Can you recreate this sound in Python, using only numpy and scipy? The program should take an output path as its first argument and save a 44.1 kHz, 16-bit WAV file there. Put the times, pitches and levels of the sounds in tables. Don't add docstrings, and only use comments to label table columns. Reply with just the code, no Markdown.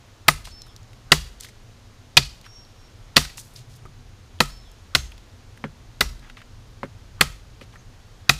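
import sys
import numpy as np
from scipy import signal
from scipy.fft import rfft, irfft, next_fast_len
from scipy.io import wavfile
from scipy.ndimage import map_coordinates

SR = 44100
rng = np.random.default_rng(int(sys.argv[2]) if len(sys.argv) > 2 else 0)


def wav_record(signal):
    frames = np.transpose(np.atleast_2d(signal))
    bounded = np.clip(frames, -1, 1)
    quanta = np.round(bounded * 32767).astype(np.int16)
    wavfile.write(sys.argv[1], SR, quanta)


N = 369999


def amp(db):
    return 10 ** (np.asarray(db) / 20)


def unit(x):
    return x / np.sqrt(np.mean(x ** 2) + 1e-20)


def along(points, hz):
    f, v = np.transpose(points)
    return np.interp(np.log(hz + 1), np.log(f + 1), v)


def filtered(x, response):
    m = next_fast_len(len(x) + 8192)
    spectrum = rfft(x, m) * response(np.fft.rfftfreq(m, 1 / SR))
    return irfft(spectrum, m)[:len(x)]


def peak(f, hz, width_hz):
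    return 1j * f * width_hz / (hz * hz - f * f + 1j * f * width_hz)


def noise(n, spectrum):
    return unit(filtered(rng.standard_normal(n), lambda f: amp(along(spectrum, f))))


def wobble(knots_per_s):
    knots = rng.standard_normal(int(N * knots_per_s / SR) + 4)
    return map_coordinates(knots, [np.arange(N) * knots_per_s / SR])


def near(hz, centre, share=.06):
    return abs(np.log(hz / centre)) < share


def ring(modes, t, attack_s, spread_db, blur):
    total = 0
    for hz, db, t60 in modes:
        phase = 2 * np.pi * hz * t + blur * np.sqrt(hz / SR) * np.cumsum(rng.standard_normal(len(t)))
        decay = amp(db + spread_db * rng.standard_normal() - 60 * t / t60)
        total = total + decay * np.sin(phase)
    return (1 - np.exp(-t / attack_s)) * total


def add(out, s, x):
    i = max(round(s * SR), 0)
    out[i:i + len(x)] += x[:len(out) - i]


# (f/Hz, relative level/dB)
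RUMBLE = [(12, -30), (20, 6.5), (36, 4), (65, -2.5), (102, 0.5), (133, -3.5), (145, -18), (172, -8.5),
          (211, -22), (242, -20), (300, -20.5), (390, -49.5), (660, -120)]
# (f/Hz, relative level/dB)
LEAVES = [(120, -33.5), (200, -1.5), (244, -10.5), (315, -7), (544, -8.5), (574, -10.5), (702, -10),
          (956, -12), (1090, -12), (2170, -16.5), (4100, -17), (5480, -19.5), (6700, -20), (7740, -26.5),
          (15500, -35)]
# (t/s, rms level/dB)
DRONE = [(0, -51), (.67, -51), (2.0, -50.5), (2.7, -58), (3.9, -46.5), (4.8, -56), (6.8, -50), (7.4, -54),
         (8.39, -53.5)]
# (t/s, rms level/dB)
HUM = [(0, -65.5), (3.5, -66.5), (3.9, -64), (5.0, -68), (5.5, -61), (6.3, -60), (6.7, -67), (8.39, -67)]
RUMBLE_DB, RUMBLE_GROWS_DB, HISS_DB = -51.5, 5, -55
DRONE_HZ, DRONE_WANDER_HZ = 101.4, 9


def forest():
    t = np.arange(N) / SR
    rumble_db = RUMBLE_DB + RUMBLE_GROWS_DB * t / t[-1] + 1.2 * wobble(2.5)
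    rumble = amp(rumble_db) * noise(N, RUMBLE)
    drone_hz = DRONE_HZ + DRONE_WANDER_HZ * wobble(2.1)
    slow = unit(filtered(rng.standard_normal(N), lambda f: 1 / (1 + (f / 22) ** 4)))
    drone = np.sqrt(2) * slow * np.sin(2 * np.pi * np.cumsum(drone_hz) / SR)
    drone *= amp(np.interp(t, *np.transpose(DRONE)))
    hum = unit(filtered(rng.standard_normal(N), lambda f: peak(f, 242, 25) ** 2))
    hum *= amp(np.interp(t, *np.transpose(HUM)))
    hiss = amp(HISS_DB + .4 * wobble(1.5)) * noise(N, LEAVES)
    return rumble + drone + hum + hiss


# (t/s, length/s, first f/Hz, last f/Hz, level/dB, hold before the faint tail/s)
BIRDS = [(.49, .08, 4350, 4450, -60, .03), (.5, .025, 4600, 4950, -60, .025),
         (.512, .23, 5295, 5300, -54, .1), (.572, .18, 4700, 2900, -63, .13),
         (2.455, .43, 5575, 5530, -51, .13), (2.51, .11, 6105, 6110, -66, .08),
         (4.48, .1, 4500, 4550, -63, .1), (4.5, .25, 5305, 5305, -58, .1), (4.58, .14, 4500, 2850, -64, .1),
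         (7.76, .07, 6100, 6070, -69, .05), (7.76, .07, 6500, 6540, -69, .04)]
BIRD_TAIL_DB, BIRD_TAIL_S = -13, .04


def birds():
    whistles = np.zeros(N)
    for s, length, first_hz, last_hz, db, held in BIRDS:
        t = np.arange(0, length, 1 / SR)
        ends = np.clip(np.minimum(t, length - t) / 0.0074, 0, 1)
        level_db = db + BIRD_TAIL_DB * np.clip((t - held) / BIRD_TAIL_S, 0, 1)
        rough = .012 + .075 * (first_hz - last_hz > 1000)
        hz = first_hz + (last_hz - first_hz) * t / length
        phase = np.cumsum(2 * np.pi * hz / SR + rough * rng.standard_normal(len(t)))
        add(whistles, s, np.sqrt(2) * ends * amp(level_db) * np.sin(phase))
    whistles *= amp(1.5 * wobble(60))
    t = np.arange(SR // 4) / SR
    tail = rng.standard_normal(len(t)) * amp(-60 * t / 0.28)
    smeared = signal.fftconvolve(whistles, tail / np.linalg.norm(tail))[:N]
    return whistles + amp(-5) * smeared


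# (t/s, level/dB, pitch f/Hz, relative bandwidth, crackle level/dB)
TICKS = [(0.4535, -22.5, 3440, 1.7, -20), (0.472, -24.5, 1170, 1.7, -24), (0.6185, -21.5, 5500, 0.53, -24),
         (.665, -38, 1500, 0.7, -12), (0.681, -44, 12000, 0.68, -7), (.763, -26, 4870, 0.59, -11),
         (0.8306, -38, 5970, 0.44, -15.5), (0.9314, -33.5, 2480, 1.7, -18), (1.4078, -17.5, 5950, 2.3, -23),
         (1.4345, -26, 3500, 1.7, -7), (1.446, -24.5, 2090, 2, -11), (1.465, -33, 1970, 0.15, -31),
         (1.487, -34, 1960, .4, -23), (2.4127, -33, 4000, 1, -6.5), (2.463, -31, 1290, 0.91, -18),
         (2.6494, -36.5, 4300, 0.48, -18), (3.2126, -20, 1500, 0.88, -14), (3.25, -18.5, 2160, 2.7, -27),
         (3.297, -29, 2180, 0.7, -25), (3.374, -26, 6640, .6, -17), (3.38, -22.5, 2200, 1.9, -24),
         (3.5612, -23, 4970, 0.24, -26), (3.856, -38, 1217, .2, -31), (4.388, -35, 3300, .5, -23),
         (4.437, -24, 5500, .6, -8), (4.716, -36.5, 6800, 0.61, -2.5), (5.1183, -29, 2660, 0.75, -19),
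         (5.179, -32.5, 3450, 0.97, -20), (5.574, -31.5, 1900, 0.78, -16), (6.194, -36, 4260, 0.62, -12),
         (6.298, -25, 2070, 1.05, -35), (6.3693, -28, 2300, 0.76, -33), (6.373, -32, 1190, 0.23, -44),
         (6.404, -34, 2000, 1.1, -30), (6.4165, -28.5, 1950, 0.97, -32), (6.85, -44, 1810, 1.4, -8),
         (7.612, -26, 1490, 1.8, -33), (7.738, -34.5, 893, 0.72, -30.5), (7.7538, -37, 1310, 0.19, -36),
         (7.757, -29, 1700, 0.34, -31.5)]
TICK_CYCLES = 59


def ticks():
    out, t = np.zeros(N), np.arange(SR // 8) / SR
    for s, db, hz, width, crackle_db in TICKS:
        tick = rng.standard_normal(len(t)) * amp(-60 * t * hz / TICK_CYCLES) * (1 - np.exp(-t / 0.0003))
        tick = filtered(tick, lambda f: peak(f, hz, 0.91 * width * hz) ** 2
                        + amp(crackle_db) * peak(f, 7200, 9000) ** 2)
        start_rms = np.sqrt(np.mean(tick[:130] ** 2))
        add(out, s, amp(db - 15) * tick / start_rms)
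    return out


# (t/s, level/dB, length/s, pitch f/Hz)
SHOWERS = [(0.44, -45.5, 0.061, 4000), (1.399, -47, 0.018, 4900), (1.417, -45.5, 0.051, 4270),
           (1.485, -51, .015, 4800), (2.439, -50.5, 0.033, 2540), (3.199, -36, 0.034, 5500),
           (3.37, -39, 0.038, 6340), (3.423, -56, 0.086, 7760), (3.531, -57, 0.037, 9800),
           (3.552, -49.5, 0.056, 4620), (3.688, -57.5, 0.095, 4980), (3.757, -54, 0.013, 8800),
           (6.22, -53, 0.069, 1600), (6.371, -50, 0.027, 2120), (7.62, -50.5, 0.02, 3010),
           (7.721, -57.5, 0.036, 2480)]


def crumbs():
    out, n = np.zeros(N), SR // 8 * 2
    for s, db, length, hz in SHOWERS:
        spikes = rng.standard_normal(n) * amp(1.5 * rng.exponential(size=n))
        clumps = amp(2 * np.repeat(rng.standard_normal(n // 128 + 1), 128)[:n])
        grains = unit(filtered(spikes * clumps, lambda f: peak(f, hz, 1.3 * hz) ** 2))
        u = np.arange(n) / SR / length
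        add(out, s, amp(db) * grains * np.minimum(u * 8, 1) / (1 + u ** 4))
    return out


# (f/Hz, level/dB, t60/s)
LOG = [(151.2, -2, 0.19), (217, -4.5, 0.071), (250, -6, 0.089), (316, -9.5, 0.052), (359, -3, 0.056),
       (421, -7.5, 0.08), (546, -2, .05), (778, -4, 0.017)]


def log_ring(t, attack_s, upper_db, spread_db, blur, favoured_hz=None):
    modes = []
    for hz, level, t60 in LOG:
        favour_db = 5.5 * near(hz, favoured_hz, .14) if favoured_hz else 0
        modes.append((hz, level + upper_db * (hz > 190) + favour_db, t60))
    return ring(modes, t, attack_s, spread_db, blur)


# (t/s, level/dB, contact/ms, log level/dB)
KNOCKS = [(3.853, -34, 0.56, -11.5), (5.64, -13.5, 0.25, -12), (6.831, -13, 0.61, -11.5),
          (7.612, -37.5, 0.47, -6)]


def knocks():
    out, t = np.zeros(N), np.arange(SR // 4) / SR
    for s, db, contact_ms, log_db in KNOCKS:
        push = np.exp(-((t - .001) / (contact_ms / 4000)) ** 2)
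        tap = filtered(push, lambda f: peak(f, 2150, 880) - amp(5.5) * peak(f, 1070, 445))
        rattle = unit(filtered(rng.standard_normal(len(t)), lambda f: peak(f, 1440, 1210) ** 2))
        rattle *= amp(-60 * t / 0.079)
        thud = log_ring(t, 0.0035, upper_db=7.5, spread_db=4.0, blur=0.17)
        add(out, s, amp(db) * (tap / np.abs(tap).max() + amp(log_db) * thud + amp(-18.5) * rattle))
    return out


# (f/Hz, relative level/dB)
NEAR_TRUNKS = [(200, -14), (800, -4.5), (2000, -6), (4500, -4.5), (7000, -6.5), (10000, -14), (15000, -16)]
# (f/Hz, relative level/dB)
FAR_TRUNKS = [(200, -23.5), (800, -10), (2000, -4.5), (3200, -2), (4800, -1), (7000, -4), (10000, -11),
              (15000, -17)]


def echo(t, t60, bass_db, treble_db, body):
    uneven = amp(1.3 * map_coordinates(rng.standard_normal(64), [t * 110], mode="wrap"))
    colour = unit(signal.fftconvolve(noise(len(t), FAR_TRUNKS), body[:1200])[:len(t)])
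    near_part = amp(-60 * t / (0.24 * t60)) * noise(len(t), NEAR_TRUNKS)
    far_part = amp(-16.5 - 60 * t / t60) * (noise(len(t), FAR_TRUNKS) + amp(-0.5) * colour) * uneven

    def tilt(f):
        treble_octaves = np.clip(np.log2(f / 5000 + .01), 0, 1.5)
        bass_octaves = np.clip(np.log2(3000 / (f + 1)), 0, 1.5)
        return amp(treble_db * treble_octaves + bass_db * bass_octaves)
    return (1 - np.exp(-(t / .002) ** 2)) * filtered(near_part + far_part, tilt)


# (f/Hz, level/dB, t60/s)
GROUND = [(44, -1, 0.97), (56.5, -2.5, 0.29), (65, 0, 0.58), (88, -5.5, 0.081)]


def ground_ring(t, ring_share):
    soil = [(hz, level, t60 * ring_share) for hz, level, t60 in GROUND]
    return ring(soil, t, .012, spread_db=4.0, blur=0.45)


def swish(t):
    low = unit(filtered(rng.standard_normal(len(t)), lambda f: peak(f, 700, 350) ** 2))
    high = unit(filtered(rng.standard_normal(len(t)), lambda f: peak(f, 1300, 650) ** 2))
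    speed = t / t[-1]
    return speed ** 4.7 * ((1 - speed) * low + speed * high)


# (f/Hz, level/dB, t60/s)
BLADE = [(1285, -3.5, 0.27), (1700, -8.5, .2), (2670, -6, .3), (3450, -11, 0.26), (4370, -8.5, .3),
         (4720, -10.5, .35), (5000, -7, .35), (5640, -3.5, .25), (6370, -11.5, 0.34), (7400, -7.5, .25),
         (8300, -10.5, .15), (9500, -7, .18)]


def blade_ring(t, hz_a, boost_a_db, hz_b):
    steel = []
    for hz, level, t60 in BLADE:
        boost_db = boost_a_db * near(hz, hz_a) + 7 * near(hz, hz_b)
        steel.append((hz, level - 5.0 + boost_db, t60))
    return ring(steel, t, .002, spread_db=2.5, blur=.38)


# (f/Hz, width/Hz, level/dB)
STICK = [(713, 85, -11.5), (1035, 150, -8.5), (1280, 200, -1.5), (1982, 170, -0.5), (2500, 280, -1),
         (3650, 610, 2), (4624, 630, 4), (5370, 2100, 0)]


def bite(t, bite_ms, low_db, upper_db, top_db):
    u = t / (bite_ms / 1000)
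    edge = rng.standard_normal(len(t)) * (1 - np.exp(-t / 0.00045)) / (1 + (1.2 * u) ** 4)
    wedge = rng.standard_normal(len(t)) * (1 - np.exp(-(4.6 * u) ** 2)) / (1 + u ** 5)
    body = 0
    for k, (hz, width_hz, level) in enumerate(STICK):
        share_db = low_db if hz < 1150 else upper_db if 2300 < hz < 3200 else top_db if hz > 3200 else 0
        mode = filtered(edge if hz > 2300 else wedge, lambda f: peak(f, hz, width_hz))
        body = body + (-1) ** k * amp(level + share_db) * mode / np.linalg.norm(mode)
    return body / np.sqrt(np.mean(body[u < 1.3] ** 2)), edge


# (t/s, level/dB, length/ms, upper and top wood level/dB)
SPLITS = [(1.127, -5.5, 3.9, -7.5), (3.1615, -9, 6.5, 8.5), (3.174, -4, 3.3, -5.5),
          (3.177, -4.5, 4.75, -1.5), (4.41, -14.5, 6.7, -12.5), (7.216, -9.5, 5.4, -11)]


def splits():
    out, t = np.zeros(N), np.arange(SR // 10) / SR
    for s, db, length_ms, upper_db in SPLITS:
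        body, _ = bite(t, length_ms, 0, upper_db, upper_db)
        add(out, s, amp(db - 10) * body)
    return out


# (t/s, level/dB, bite/ms, low wood level/dB, upper wood level/dB, top wood level/dB,
#         crack level/dB, blade level/dB, favoured blade f/Hz, its boost level/dB, second blade f/Hz,
#         favoured log f/Hz, swish level/dB, crack f/Hz, upper log level/dB, far echo t60/s,
#         share of the ground's ring time)
CHOPS = [(0.2817, 0, 7.7, 2, -4, -7.5, -4.5, -32, 10080, 15, 7400, 470, -48, 19000, -3.5, 0.34, 0.75),
         (1.1182, 2.5, 5.7, 2.5, 1, 0.5, -13.5, -37, 5750, 12, 4300, 340, -46, 10970, 0.5, 0.42, 0.81),
         (2.1688, 1.5, 10.5, 5.5, 10, 7.5, -18.5, -31, 5000, 9, 4450, 420, -56, 12000, -2.5, 0.45, 0.82),
         (3.1658, 2.5, 4.7, 3, 2, 4, -15.5, -30.5, 5600, 5, 6480, 250, -50.5, 11000, 0.5, 0.45, 0.53),
         (4.4032, -4, 5.6, 5.5, -2, -2, -15, -36.5, 1300, 12.5, 6500, 540, -67.5, 9840, 5, 0.37, 0.67),
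         (4.949, -5, 7.4, -4.5, 0.5, 1.5, -11.5, -31, 6480, 18.5, 7400, 340, -49.5, 10500, -3.5, 0.37, 0.82),
         (6.007, -7.5, 8.2, -6.5, -4, -2, -7, -28.5, 1300, 9, 5700, 470, -70, 11480, 5, 0.39, .6),
         (7.209, -2.5, 6.6, 1.5, 0, -4, -3.5, -35.5, 1300, 15, 10080, 205, -44, 8120, 2, 0.39, 0.58),
         (8.293, 0, 6, 4, 2, -0.5, -19, -32.5, 2600, 2.5, 3500, 205, -47, 18100, -6.5, 0.39, 0.87)]
GROUND_DB, GROUND_GROWS, GROUND_DELAY_S = -28.5, .3, .014
ECHO_DB, ECHO_GROWS = -16.5, .75
ECHO_EDGES_DB, EDGES_PER_UPPER = 1.93, -.4
LOG_DB, LOG_PITCH, LOG_PITCH_SPREAD = -16.5, .96, .04


def chops():
    out, t = np.zeros(N), np.arange(SR // 2) / SR
    air = t[:SR // 10]
    for (s, db, bite_ms, low_db, upper_db, top_db, crack_db, blade_db, hz_a, boost_a_db, hz_b,
         log_hz, swish_db, crack_hz, upper_log_db, t60, ring_share) in CHOPS:
        body, edge = bite(t, bite_ms, low_db, upper_db, top_db)
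        crack = filtered(edge, lambda f: peak(f, crack_hz, 0.78 * crack_hz))
        blow = amp(-5) * body + amp(crack_db) * crack
        blow += amp(blade_db) * blade_ring(t, hz_a, boost_a_db, hz_b)
        pitch = LOG_PITCH + LOG_PITCH_SPREAD * rng.standard_normal()
        blow += amp(LOG_DB) * log_ring(t * pitch, 0.0012, upper_log_db, 2.0, 0.47, log_hz)
        add(out, s, amp(db) * blow)
        edges_db = ECHO_EDGES_DB + EDGES_PER_UPPER * upper_db
        add(out, s, amp(ECHO_DB + ECHO_GROWS * db) * echo(t, t60, edges_db, edges_db, body))
        add(out, s + GROUND_DELAY_S, amp(GROUND_DB + GROUND_GROWS * db) * ground_ring(t, ring_share))
        add(out, s - air[-1], amp(swish_db) * swish(air))
    return out


def scene():
    blows = chops() + splits() + knocks()
    return (blows + ticks() + crumbs() + birds() + forest())[None]


TOP_HZ = 15700


def record(dry):
    clipped = dry[0] / (1 + np.abs(dry[0]) ** 8) ** (1 / 8)

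    def treble_edge(f):
        return np.clip((TOP_HZ - f) / 300, 0, 1) / np.sqrt(1 + (f / 14500) ** 12)
    return np.clip(filtered(clipped, treble_edge), -1, 1)[None]


dry = scene()
out = record(dry)
wav_record(out)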